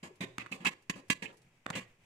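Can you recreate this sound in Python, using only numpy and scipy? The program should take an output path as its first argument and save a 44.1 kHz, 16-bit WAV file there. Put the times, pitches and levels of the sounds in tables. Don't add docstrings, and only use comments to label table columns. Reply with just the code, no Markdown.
import sys
import numpy as np
from scipy import signal
from scipy.fft import rfft, irfft, next_fast_len
from scipy.io import wavfile
from scipy.ndimage import uniform_filter1d

SR = 44100
rng = np.random.default_rng(int(sys.argv[2]) if len(sys.argv) > 2 else 0)


def unload_audio(sound):
    columns = np.transpose(np.atleast_2d(sound))
    steps = np.round(np.clip(columns, -1, 1) * 32767)
    wavfile.write(sys.argv[1], SR, steps.astype(np.int16))


N = 90405
SIZE = 8192
T = np.arange(SIZE) / SR
RELEASE_S = 0.0026


def undb(db):
    return 10 ** (np.asarray(db) / 20)


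def unit(x):
    return x / np.sqrt(np.mean(x ** 2))


def match(x, env):
    return unit(x) * np.sqrt(np.mean(env ** 2))


def pan(db):
    return unit(undb(np.array([[db], [-db]]) / 2))


def add(out, start, x):
    i = max(int(start * SR), 0)
    out[:, i:i + x.shape[-1]] += x[..., :N - i]


def highpass(x, order, hz):
    return signal.sosfilt(signal.butter(order, hz, "high", fs=SR, output="sos"), x)


def band(x, lo_hz, hi_hz):
    return signal.sosfilt(signal.butter(4, [lo_hz, hi_hz], "band", fs=SR, output="sos"), x)


def colour(x, points):
    size = 2 * next_fast_len(x.shape[-1])
    hz, db = np.array(points, float).T
    bin_hz = np.arange(size // 2 + 1) * SR / size
    curve_db = np.interp(np.log(bin_hz + 1), np.log(hz), db)
    cepstrum = irfft(np.log(undb(curve_db)))[:size // 2]
    cepstrum[1:] *= 2
    response = np.exp(rfft(cepstrum, size))
    return irfft(rfft(x, size) * response)[..., :x.shape[-1]]


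def diffuse(size):
    mid, side = rng.standard_normal((2, size))
    side = highpass(side, 1, 1180)
    return np.array([mid + side, mid - side]) / np.sqrt(2)


def burst(attack, length, sag_db, release):
    rise = np.minimum(T / attack, 1)
    sag = undb(-abs(sag_db) * np.minimum(T / length, 1))
    return rise * sag * np.exp(-np.maximum(T - length, 0) / release)


def ring(hz):
    return np.sin(2 * np.pi * (hz * T + rng.random((2, 1))))


def pops():
    # start, attack and length in seconds, sag over the length in dB (sign ignored), then levels
    # in dB of thump (before its own trims), body, crack, hiss and wall ring, and room send in dB.
    pop_rows = [ (0.028, 0.0041, 0.054, 11.5, -45.5, -51.5, -49.5, -53.5, -52.5, -11.5),
                (0.205, 0.0026, 0.041, 5.5, -37, -47.5, -39, -51, -62, -11),
                (0.385, 0.014, 0.039, 7.5, -47, -55.5, -40.5, -59, -68, -9.5),
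                (0.513, 0.0068, 0.051, 15, -43, -49, -42.5, -49, -66, -8),
                (0.603, 0.0022, 0.053, 8.5, -50.5, -60.5, -57, -68, -59, -3),
                (0.647, 0.0044, 0.013, 2.5, -41.5, -35, -33, -40.5, -60.5, -22),
                (0.662, 0.0048, .029, 15, -31.5, -35.5, -24.5, -34.5, -29.5, -22),
                (0.700, 0.014, 0.035, 2, -54, -57, -52, -62.5, -60, -27),
                (0.8961, 0.0012, 0.016, 17.5, -30, -38.5, -28, -34.5, -33, -16),
                (0.954, 0.0027, 0.052, 6.5, -48.5, -58, -61.5, -62, -60.5, -15.5),
                (1.0992, 0.0026, 0.0053, 4, -22.5, -36.5, -26.5, -25.5, -22, -25),
                (1.107, 0.0015, 0.026, 8.5, -40.5, -49, -36.5, -37.5, -27, -27),
                (1.139, 0.012, 0.037, 4, -58, -82, -56.5, -63.5, -58, -8.5),
                (1.221, 0.0034, 0.04, 12.5, -40, -49, -42, -49, -46.5, -11),
                (1.275, .004, 0.039, 5, -57.5, -68, -57, -77, -67, -43),
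                (1.32, .005, 0.031, 12, -60, -59, -100, -75, -88, -31),
                (1.726, 0.0027, 0.025, -3, -54, -67, -46, -69, -60, -1.5),
                (1.752, 0.001, 0.044, 9, -34.5, -46, -37, -44.5, -45, -23),
                (1.803, 0.0024, 0.049, 17.5, -53, -55, -52, -59, -53.5, -33), ]
    wall_room_db = 3
    direct, send = np.zeros((2, 2, N))
    for start, attack, length, sag_db, thump_db, body_db, crack_db, hiss_db, wall_db, room_db in pop_rows:
        env = burst(attack, length, sag_db, RELEASE_S)
        puff = hull(env, (body_db, crack_db, hiss_db))
        puff = puff + undb(thump_db) * thump(attack, length, sag_db)
        ringing = undb(wall_db) * wall(env)
        add(direct, start, puff + ringing)
        add(send, start, undb(room_db) * (puff + undb(wall_room_db) * ringing))
    return direct, send


def hull(env, levels_db):
    # frequency in Hz, relative level in dB.
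    hull_spectrum = [(350, -11.5), (550, 5), (760, -1), (1050, 5), (1450, -7.5), (2000, 4), (2700, 2.5),
                     (3300, -5.5), (4200, -10.5), (5500, -13), (7200, -6), (9500, -16.5), (12000, -21.5),
                     (15000, -30), (16500, -72)]
    # low edge in Hz, high edge in Hz, left minus right in dB.
    hull_bands = [(707, 1500, 1), (1505, 4200, -4.5), (4130, 17000, 0)]
    grain_db, apart_db = 4.5, 0.5
    scatter_s, scatter_db = 0.0039, -19.5
    ear_lag_s = 0.00018

    grains = undb(grain_db * rng.standard_normal((3, SIZE)))
    cracks = rng.standard_normal((3, SIZE)) * grains * env
    cracks = cracks[0] + undb(apart_db) * cracks[1:]
    paths = rng.standard_normal((2, SIZE)) * np.exp(-T / scatter_s) * undb(scatter_db)
    paths[:, 0] += 1
    x = signal.fftconvolve(cracks, paths, axes=1)[:, :SIZE]
    x[0] = np.roll(x[0], int(ear_lag_s * SR * rng.uniform(0, 2)))
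    x = colour(x, hull_spectrum)
    out = np.zeros((2, SIZE))
    for (lo_hz, hi_hz, side_db), level_db in zip(hull_bands, levels_db):
        out += match(band(x, lo_hz, hi_hz), env) * undb(level_db) * pan(side_db)
    return out


def thump(attack, length, sag_db):
    # frequency in Hz, relative level in dB, 60 dB decay in seconds
    air_modes = [(189.1, 0.5, 0.14), (237, -5.5, 0.069), (368.3, -17.5, 0.24)]
    # frequency in Hz, relative level in dB.
    churn_spectrum = [(25, -26.5), (60, -14), (110, -11), (190, 0), (260, -1.5), (390, -9.5), (540, -10),
                      (800, -22.5), (2000, -64)]
    rise_s, release_s = 0.0028, 0.0012
    air_db, churn_db, churn_db_per_s = -3.5, -7.5, 117

    env = burst(attack, length, sag_db, release_s)
    air = sum(undb(db - 60 * T / t60) * np.sin(2 * np.pi * hz * T) for hz, db, t60 in air_modes)
    air = match(air * burst(rise_s, length, 0, release_s), env)
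    churn = match(colour(diffuse(SIZE) * env, churn_spectrum), env)
    x = undb(air_db) * air + undb(churn_db + churn_db_per_s * length) * churn
    return highpass(x, 2, 62)


def wall(env):
    # frequency in Hz, mean relative level in dB.
    wall_modes = [(1038, -8.5), (1110, -14), (1681, -0.5), (1991, -4), (2230, -6.5), (2410, -8),
                  (2524, -5.5), (2747, -0.5), (3205, -6), (3975, -12), (4615, -12), (6990, -24)]
    scatter_db, pan_db = 2.0, -9.5
    modes = sum(undb(db + scatter_db * rng.standard_normal()) * ring(hz) for hz, db in wall_modes)
    return unit(modes) * env * pan(pan_db)


def snaps():
    # start and length in seconds, levels in dB of thump (before its own trims), snap and hiss,
    # room send in dB.
    snap_rows = [ (0.3816, 0.0033, -34, -31, -40.5, -10), (0.4613, 0.0075, -58, -43.5, -63, -18),
                 (1.6594, 0.0039, -41.5, -42.5, -71, -19), (1.663, 0.0029, -33, -30, -47, -6.5),
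                 (1.7016, 0.0062, -27.5, -34.5, -41, -13), ]
    # frequency in Hz, relative level in dB.
    snap_spectrum = [(350, -7.5), (660, -6.5), (1100, 8), (1500, 3.5), (1950, 2), (2800, -3), (3150, -14),
                     (3600, -11.5), (4500, -21), (5300, -28.5), (7300, -19.5), (11000, -34.5), (16000, -45)]
    delay_s = 0.000914
    sag_db, thump_sag_db, tear_db = 3, 7.5, 4.5
    split_hz, pan_db = 4420, -4

    direct, send = np.zeros((2, 2, N))
    for start, length, thump_db, snap_db, hiss_db, room_db in snap_rows:
        env = burst(delay_s, length, sag_db, RELEASE_S / 2)
        impulse = np.zeros(SIZE)
        impulse[int(delay_s * SR)] = 1
        tearing = undb(tear_db) * rng.standard_normal((2, SIZE)) * env
        x = colour(match(impulse, env) + tearing, snap_spectrum)
        snap = undb(snap_db) * match(band(x, 405, split_hz), env) * pan(pan_db)
        hiss = undb(hiss_db) * match(band(x, split_hz, 18000), env)
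        x = snap + hiss + undb(thump_db) * thump(delay_s, length, thump_sag_db)
        add(direct, start, x)
        add(send, start, undb(room_db) * x)
    return direct, send


def lid():
    # frequency in Hz, relative level in dB.
    lid_modes = [(1147, -1), (1350, -4.5), (2172, 8.5), (2431, 4.5), (2612, 7.5), (2872, -3.5), (3071, -5),
                 (3274, -12), (3950, -5)]
    # start and contact in seconds, level in dB (before doubling), centre of favoured modes in Hz.
    knocks = [(0.235, 0.0013, -41.5, 2220), (0.401, 0.0023, -44, 2089), (0.5226, 0.0012, -31.5, 2650),
              (0.647, .003, -35.5, 1330), (0.655, .004, -21, 2790), (0.666, 0.0076, -25, 3370),
              (0.674, 0.0025, -29, 2210), (0.938, .002, -48, 2930), (1.223, .002, -37.5, 2370),
              (1.2553, 0.0022, -36, 2540), (1.2605, 0.0033, -40, 2890), (1.735, 0.0069, -38, 2960)]
    spot_octaves, t60_s, pan_db = 0.16, 0.05, -13.5
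    out = np.zeros((2, N))
    hz, db = np.array(lid_modes).T
    for start, contact, level_db, spot_hz in knocks:
        gains = undb(db) / (1 + (np.log2(hz / spot_hz) / spot_octaves) ** 2)
        gains = gains / np.linalg.norm(gains)
        modes = sum(gain * ring(f) for gain, f in zip(gains, hz))
        env = np.minimum(T / contact, 1) * undb(-60 * T / t60_s)
        add(out, start, 2 * undb(level_db) * modes * env * pan(pan_db))
    return out


def heap():
    # start in seconds, pitch in Hz, level in dB (before doubling).
    bumps = [(0.106, 406, -47), (0.236, 390, -36), (1.034, 363, -58), (1.446, 120, -57.5),
             (1.464, 151.7, -59)]
    rise_s, decay_s = 0.0056, 0.0062
    env = np.minimum(T / rise_s, 1) * np.exp(-T / decay_s)
    out = np.zeros((2, N))
    for start, hz, db in bumps:
        add(out, start, 2 * undb(db) * np.sin(2 * np.pi * hz * T) * env)
    return out


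def oil():
    # start in seconds, level in dB (before doubling).
    spits = [(0.156, -74), (0.724, -97), (0.822, -75), (1.083, -71.5), (1.328, -77), (1.34, -78),
             (1.37, -70.5), (1.381, -78), (1.418, -73.5)]
    decay_s = 0.012
    out = np.zeros((2, N))
    for start, db in spits:
        noise = unit(band(diffuse(SIZE), 2700, 11200))
        add(out, start, 2 * undb(db) * noise * np.exp(-T / decay_s))
    return out


def kitchen(send):
    # frequency in Hz, relative level in dB.
    room_spectrum = [(40, -32.5), (120, 7), (200, -12.5), (400, 8), (1000, -3), (2500, -7.5), (6000, -3.5),
                     (15000, -5)]
    t60_s, treble_t60_s, build_s, level_db = 0.4, 0.15, 0.028, 0.5
    t = np.arange(SR // 2) / SR
    noise = diffuse(len(t))
    low = signal.sosfilt(signal.butter(1, 3000, fs=SR, output="sos"), noise)
    tail = low * undb(-60 * t / t60_s) + (noise - low) * undb(-60 * t / treble_t60_s)
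    tail = tail * np.minimum(t / build_s, 1)
    tail = colour(unit(tail) / np.sqrt(len(t)), room_spectrum)
    return undb(level_db) * signal.fftconvolve(send, tail, axes=1)[:, :N]


def stove():
    # frequency in Hz, relative level in dB.
    burner_spectrum = [(20, 5), (45, -48.5), (80, -3), (112, 5), (160, 1), (300, -9), (700, -12.5),
                       (1500, -17), (2400, -10.5), (4000, -26), (7500, -25), (12000, -35), (16000, -39)]
    level_db, waver_db = -68.5, 1.5
    waver = uniform_filter1d(rng.standard_normal(N), size=1500)
    waver = unit(uniform_filter1d(waver, size=1500))
    return undb(level_db) * unit(colour(diffuse(N), burner_spectrum)) * undb(waver_db * waver)


def scene():
    direct, send = np.add(pops(), snaps())
    return direct + kitchen(send) + lid() + heap() + oil() + stove()


def record(dry):
    top_hz = 15600
    return signal.sosfilt(signal.ellip(8, 0.2, 70, top_hz, fs=SR, output="sos"), dry)


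dry = scene()
out = record(dry)
unload_audio(out)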